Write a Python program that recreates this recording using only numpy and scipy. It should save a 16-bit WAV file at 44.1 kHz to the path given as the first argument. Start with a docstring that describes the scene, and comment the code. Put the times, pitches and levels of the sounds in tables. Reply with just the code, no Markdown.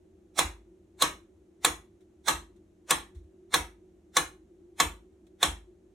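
"""Metronome in a bare room

A wind-up pendulum metronome ticks on a wooden floor, about 95 beats a minute. Each beat is a clatter
of the escapement, an impulse that excites the modes of the plastic case, the reverberation of the
small room and the low modes of room and floor. A faint swish is heard just before each tick.
A cat steps about nearly unheard; the faint hum of ventilation lies underneath."""
import sys
import numpy as np
from scipy import signal
from scipy.fft import rfft, irfft
from scipy.io import wavfile

SR = 44100
rng = np.random.default_rng(int(sys.argv[2]) if len(sys.argv) > 2 else 0)


def persist_wave(psi):
    """Save psi, clipped to +-1, as 16-bit WAV."""
    counts = np.round(np.clip(psi, -1, 1) * 32767).astype(np.int16)
    wavfile.write(sys.argv[1], SR, np.atleast_2d(counts).T)


N = 261954
AGE = np.arange(SR * 3 // 4) / SR   # time since a blow, s


def from_db(db):
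    """Amplitude ratio: a factor of ten for every 20 dB."""
    return 10 ** (np.asarray(db) / 20)


def at_hz(points, hz):
    """Interpolation of a table on a logarithmic frequency axis."""
    knots, values = np.transpose(points)
    return np.interp(np.log(np.maximum(hz, 1)), np.log(knots), values)


def unit_energy(x):
    """Normalisation of each row to energy 1."""
    return x / np.sqrt(np.sum(x ** 2, axis=-1, keepdims=True) + 1e-20)


def coloured(spectrum, size, tilt_db=0, ripple_db=0, ripple_hz=70):
    """Random-phase noise: two rows of rms 1, tilted per octave about 3 kHz, rippled by interference."""
    hz = np.arange(size // 2 + 1) * SR / size
    octaves = np.log2(np.maximum(hz, 1000) / 3000)
    ripple = np.interp(hz / ripple_hz, np.arange(1024), rng.standard_normal(size=1024))
    depth_db = ripple_db * (hz / 3000) ** 0.29   # short waves interfere more deeply
    gain = from_db(at_hz(spectrum, hz) + tilt_db * octaves + depth_db * np.minimum(ripple, 1))
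    phasors = np.exp(2j * np.pi * rng.random((2, len(hz))))
    return unit_energy(irfft(gain * phasors, size)) * np.sqrt(size)


# side relative to middle, for direct and for diffuse sound: f/Hz, level/dB
WIDTH_DIRECT = [(300, -28.5), (1200, -19), (5000, -20), (8000, -14.5), (14000, -6.5)]
WIDTH_DIFFUSE = [(60, -28.5), (170, -19), (330, -13.5), (600, -5), (1200, -2), (4000, -2), (9000, -6.5)]


def stereo(pair, width, wider_db=0):
    """Interaural coherence: middle plus or minus side; long waves reach both ears alike."""
    size = pair.shape[-1]
    hz = np.arange(size // 2 + 1) * SR / size
    side = irfft(rfft(pair[1]) * from_db(at_hz(width, hz) + wider_db), size)
    return pair[0] + side * np.array([[1], [-1]])


def decay(t60):
    """Exponential damping: 60 dB in t60 seconds."""
    return from_db(-60 * AGE / t60)


def onset(build_s):
    """Smooth build-up of amplitude from 0 to 1."""
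    return 1 - np.exp(-(AGE / build_s) ** 2)


def mode(hz, db, t60, build_s):
    """Damped oscillation: a sinusoid of random phase builds up and dies away."""
    return from_db(db) * onset(build_s) * decay(t60) * np.sin(2 * np.pi * (hz * AGE + rng.random()))


def add(out, t, sound):
    """Superposition of a sound starting at t seconds."""
    start = round(t * SR)
    out[:, start:start + sound.shape[-1]] += sound[..., :N - start]


# spectrum of the moving air: f/Hz, level/dB
AIR_SPECTRUM = [(20, -26), (50, -3), (90, 0), (135, -19.5), (185, -2.5), (260, -11), (440, -16),
                (650, -20.5), (1000, -32), (4000, -41), (4800, -45.5), (6500, -38.5), (11000, -47),
                (16000, -60)]
# resonances of the ventilation: f/Hz, bandwidth/Hz, level/dB
HUM_BANDS = [(316, 25, -67.5), (343, 25, -64), (369.9, 22, -63.5)]


def ventilation(air_db=-63.5):
    """Resonance: narrow bands of noise make a wavering hum over a dull rush of air."""
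    hz = np.arange(N // 2 + 1) * SR / N
    out = from_db(air_db) * coloured(AIR_SPECTRUM, N)
    for centre, bandwidth, db in HUM_BANDS:
        resonance = 1 / (1 + (2 * (hz - centre) / bandwidth) ** 2)
        hum = irfft(rfft(rng.standard_normal((2, N))) * resonance, N)
        out += from_db(db) * unit_energy(hum) * np.sqrt(N)
    return stereo(out, WIDTH_DIFFUSE, wider_db=-0.5)


# spectrum of the clatter, also used for the faint swish and the scuff of paws: f/Hz, level/dB
CLATTER_SPECTRUM = [(120, -17.5), (300, -6), (800, 2), (2200, 0.5), (2900, -8.5), (3500, 4), (4150, 2),
                    (4700, -12), (5600, -2), (9500, -4), (10300, -11), (12500, -14), (16000, -21.5)]


def swish(rise_t60=.053, gain_db=-32, size=2205):
    """Exponential growth: a faint rising noise is heard just before each tick."""
    noise = coloured(CLATTER_SPECTRUM, len(AGE), tilt_db=-0.87, ripple_db=5, ripple_hz=120)
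    fading = stereo(noise, WIDTH_DIRECT, wider_db=5.5) * decay(rise_t60)
    return from_db(gain_db) * fading[:, :size][:, ::-1]


def escapement(tilt_db, width_db, gain_db=-17, chatter_s=.0055, fade_s=.0024):
    """Impact and early reflection: the pallet chatters on the wheel; floor and wall throw it back."""
    contact = np.exp(-np.maximum(AGE - chatter_s, 0) / fade_s)
    chatter = coloured(CLATTER_SPECTRUM, len(AGE), tilt_db, ripple_db=7.5, ripple_hz=219.2)
    direct = stereo(chatter, WIDTH_DIRECT, width_db) * onset(build_s=.0015) * contact
    scatter = coloured(CLATTER_SPECTRUM, len(AGE), tilt_db, ripple_db=5, ripple_hz=110)
    reflected = stereo(scatter, WIDTH_DIFFUSE, wider_db=-3) * (1 - contact) * decay(t60=.085)
    return from_db(gain_db) * (direct + from_db(-6.5) * reflected)


# modes of the plastic case: f/Hz, level/dB, T60/s
CASE_MODES = [(500.5, -26.5, 0.076), (746, -31.5, .06), (945, -34, .11), (1112.7, -18, .07),
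              (1265, -29, 0.077), (1715, -27, 0.078), (2200, -30.5, 0.063), (3198, -31, 0.07),
              (3450, -20.5, 0.048), (3498, -30, 0.08), (4000, -27, 0.015), (4070, -20.5, 0.054),
              (6260, -34, 0.06), (6640, -36, .06), (7720, -27, 0.035), (9100, -31, 0.033)]


def case(low_db, high_db, split_hz=2500, spread_db=2.16, detune=.002):
    """Free vibration: every beat strikes the modes of the case a little differently."""
    out = 0
    for hz, db, t60 in CASE_MODES:
        strength_db = (high_db if hz > split_hz else low_db) + spread_db * rng.normal()
        out += mode(hz * (1 + detune * rng.normal()), db + strength_db, t60, build_s=.0028)
    return out


# spectrum of the diffuse field: f/Hz, level/dB
REVERB_SPECTRUM = [(100, -17.5), (450, -4), (620, -5), (950, 1), (1450, -2.5), (2200, -2.5), (2900, -6),
                   (3900, -6.5), (4300, -11), (4750, -22), (5500, -8), (9500, -8), (10300, -11.5),
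                   (16000, -28)]
# reverberation time of the room: f/Hz, T60/s
REVERB_TIME = [(150, 0.46), (500, .27), (1500, 0.26), (4000, 0.25), (8500, 0.23), (16000, .23)]


def reverberation(tilt_db, gain_db=-24, case_share=0.82, bands=10):
    """Diffuse reflection from bare walls, coloured by the case; each band decays at its own rate."""
    noise = coloured(REVERB_SPECTRUM, len(AGE), tilt_db, ripple_db=5, ripple_hz=74.78)
    spectrum = rfft(stereo(noise, WIDTH_DIFFUSE))
    hz = np.arange(spectrum.shape[-1]) * SR / len(AGE)
    case_peaks = sum(1 / (1 + ((hz - f) * t60) ** 2) for f, _, t60 in CASE_MODES)
    spectrum *= 1 + case_share * case_peaks
    centres = np.geomspace(100, 16000, bands)
    tail = 0
    for centre, share in zip(centres, np.eye(bands)):
        band = irfft(spectrum * np.interp(hz, centres, share), len(AGE))
        tail += band * decay(at_hz(REVERB_TIME, centre))
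    return from_db(gain_db) * tail * onset(build_s=.0063)


# low modes between the walls: f/Hz, level/dB, T60/s
ROOM_MODES = [(152, -38, 0.25), (179.6, -38.5, .18), (271, -45, .25), (304, -31, 0.23), (343.4, -34.5, .28),
              (379, -41, 0.18)]


def standing_waves(spread_db=0.4):
    """Standing waves between the walls build up slowly and differ a little from ear to ear."""
    pair = np.zeros((2, len(AGE)))
    for row in pair:
        for hz, db, t60 in ROOM_MODES:
            row += mode(hz, db + spread_db * rng.normal(), t60, build_s=.02)
    return stereo(pair, WIDTH_DIFFUSE)


# beats: t/s, force/dB, blur/dB, left minus right/dB, floor boom/dB
BEATS = [(.388, .5, 8.5, -5, 1.5), (1.02, 0.5, 8, -.5, -10), (1.646, 2.5, -4, -.5, -7.5),
         (2.281, -2, 6, -6, -3), (2.906, 0.5, 4, 0, -9.5), (3.539, 2, 2.5, -0.5, -2),
         (4.166, 1, 0.5, 0, -10), (4.799, 1.5, -2, -.5, 0.5), (5.427, -2, 0.5, -0.5, 3)]
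# the case rings out more as the listener moves round to its front: t/s, low modes/dB, high modes/dB
CASE_RADIATION = [(.4, 0, -3), (2.3, .5, -1.5), (4.6, 4.5, 4.5), (5.4, 1, 4)]


def metronome(room_db=0.51):
    """Impulse excitation: each beat drives case and room; blur means a louder swish and a wider tick."""
    out = np.zeros((2, N))
    times, low_db, high_db = np.transpose(CASE_RADIATION)
    for t, force_db, blur_db, pan_db, _ in BEATS:
        pan = from_db([[pan_db / 2], [-pan_db / 2]])
        tilt_db = -0.39 + 0.16 * force_db   # per octave: a harder beat is brighter
        lead = from_db(blur_db) * swish() * pan
        add(out, t + .001 - lead.shape[-1] / SR, lead)   # overlaps the tick by 1 ms
        clatter = from_db(force_db) * escapement(tilt_db, width_db=-2.5 + 1.17 * blur_db)
        ringing = case(np.interp(t, times, low_db), np.interp(t, times, high_db))
        room = reverberation(tilt_db) + standing_waves()
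        add(out, t, (clatter + ringing) * pan + from_db(room_db) * room)
    return out


# lowest modes of floor and room: f/Hz, level/dB, T60/s
FLOOR_MODES = [(52.44, -33, 0.49), (74.8, -28, .27), (86, -38.5, .25)]


def floor_boom(delay_s=.024, build_s=.03):
    """Structure-borne sound: the swinging metronome rocks the boards, which answer after each beat."""
    out = np.zeros((2, N))
    for t, *_, boom_db in BEATS:
        boom = sum(mode(hz, db + boom_db, t60, build_s) for hz, db, t60 in FLOOR_MODES)
        add(out, t + delay_s, boom)
    return out


# paws on the boards: t/s, thud level/dB, scuff level/dB, scuff T60/s
PAW_STEPS = [(2.005, -65.5, -71, 0.13), (2.56, -65, -71, 0.096), (3.147, -36.5, -67, .25),
             (3.235, -45.5, -78, .1), (5.12, -55.5, -81, 0.12), (5.266, -79, -64, .06)]


def paws():
    """Soft impact and friction: paws move the lowest modes of the floor and brush the boards."""
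    out = np.zeros((2, N))
    loudest_db = max(db for _, db, _ in FLOOR_MODES)
    attack = 1 - np.exp(-AGE / .0026)
    for t, thud_db, scuff_db, scuff_t60 in PAW_STEPS:
        thud = sum(mode(hz, thud_db + db - loudest_db, t60, build_s=.011) for hz, db, t60 in FLOOR_MODES)
        friction = stereo(coloured(CLATTER_SPECTRUM, len(AGE), tilt_db=0.5), WIDTH_DIFFUSE)
        scuff = from_db(scuff_db) * friction * attack * decay(scuff_t60)
        add(out, t, thud + scuff)
    return out


def scene():
    """Superposition of metronome, floor, cat and ventilation."""
    return metronome() + floor_boom() + paws() + ventilation()


def record(dry):
    """Band limiting: a steep elliptic low-pass at 16 kHz."""
    return signal.sosfilt(signal.ellip(10, .1, 90, 16000, fs=SR, output="sos"), dry)


dry = scene()
out = record(dry)
persist_wave(out)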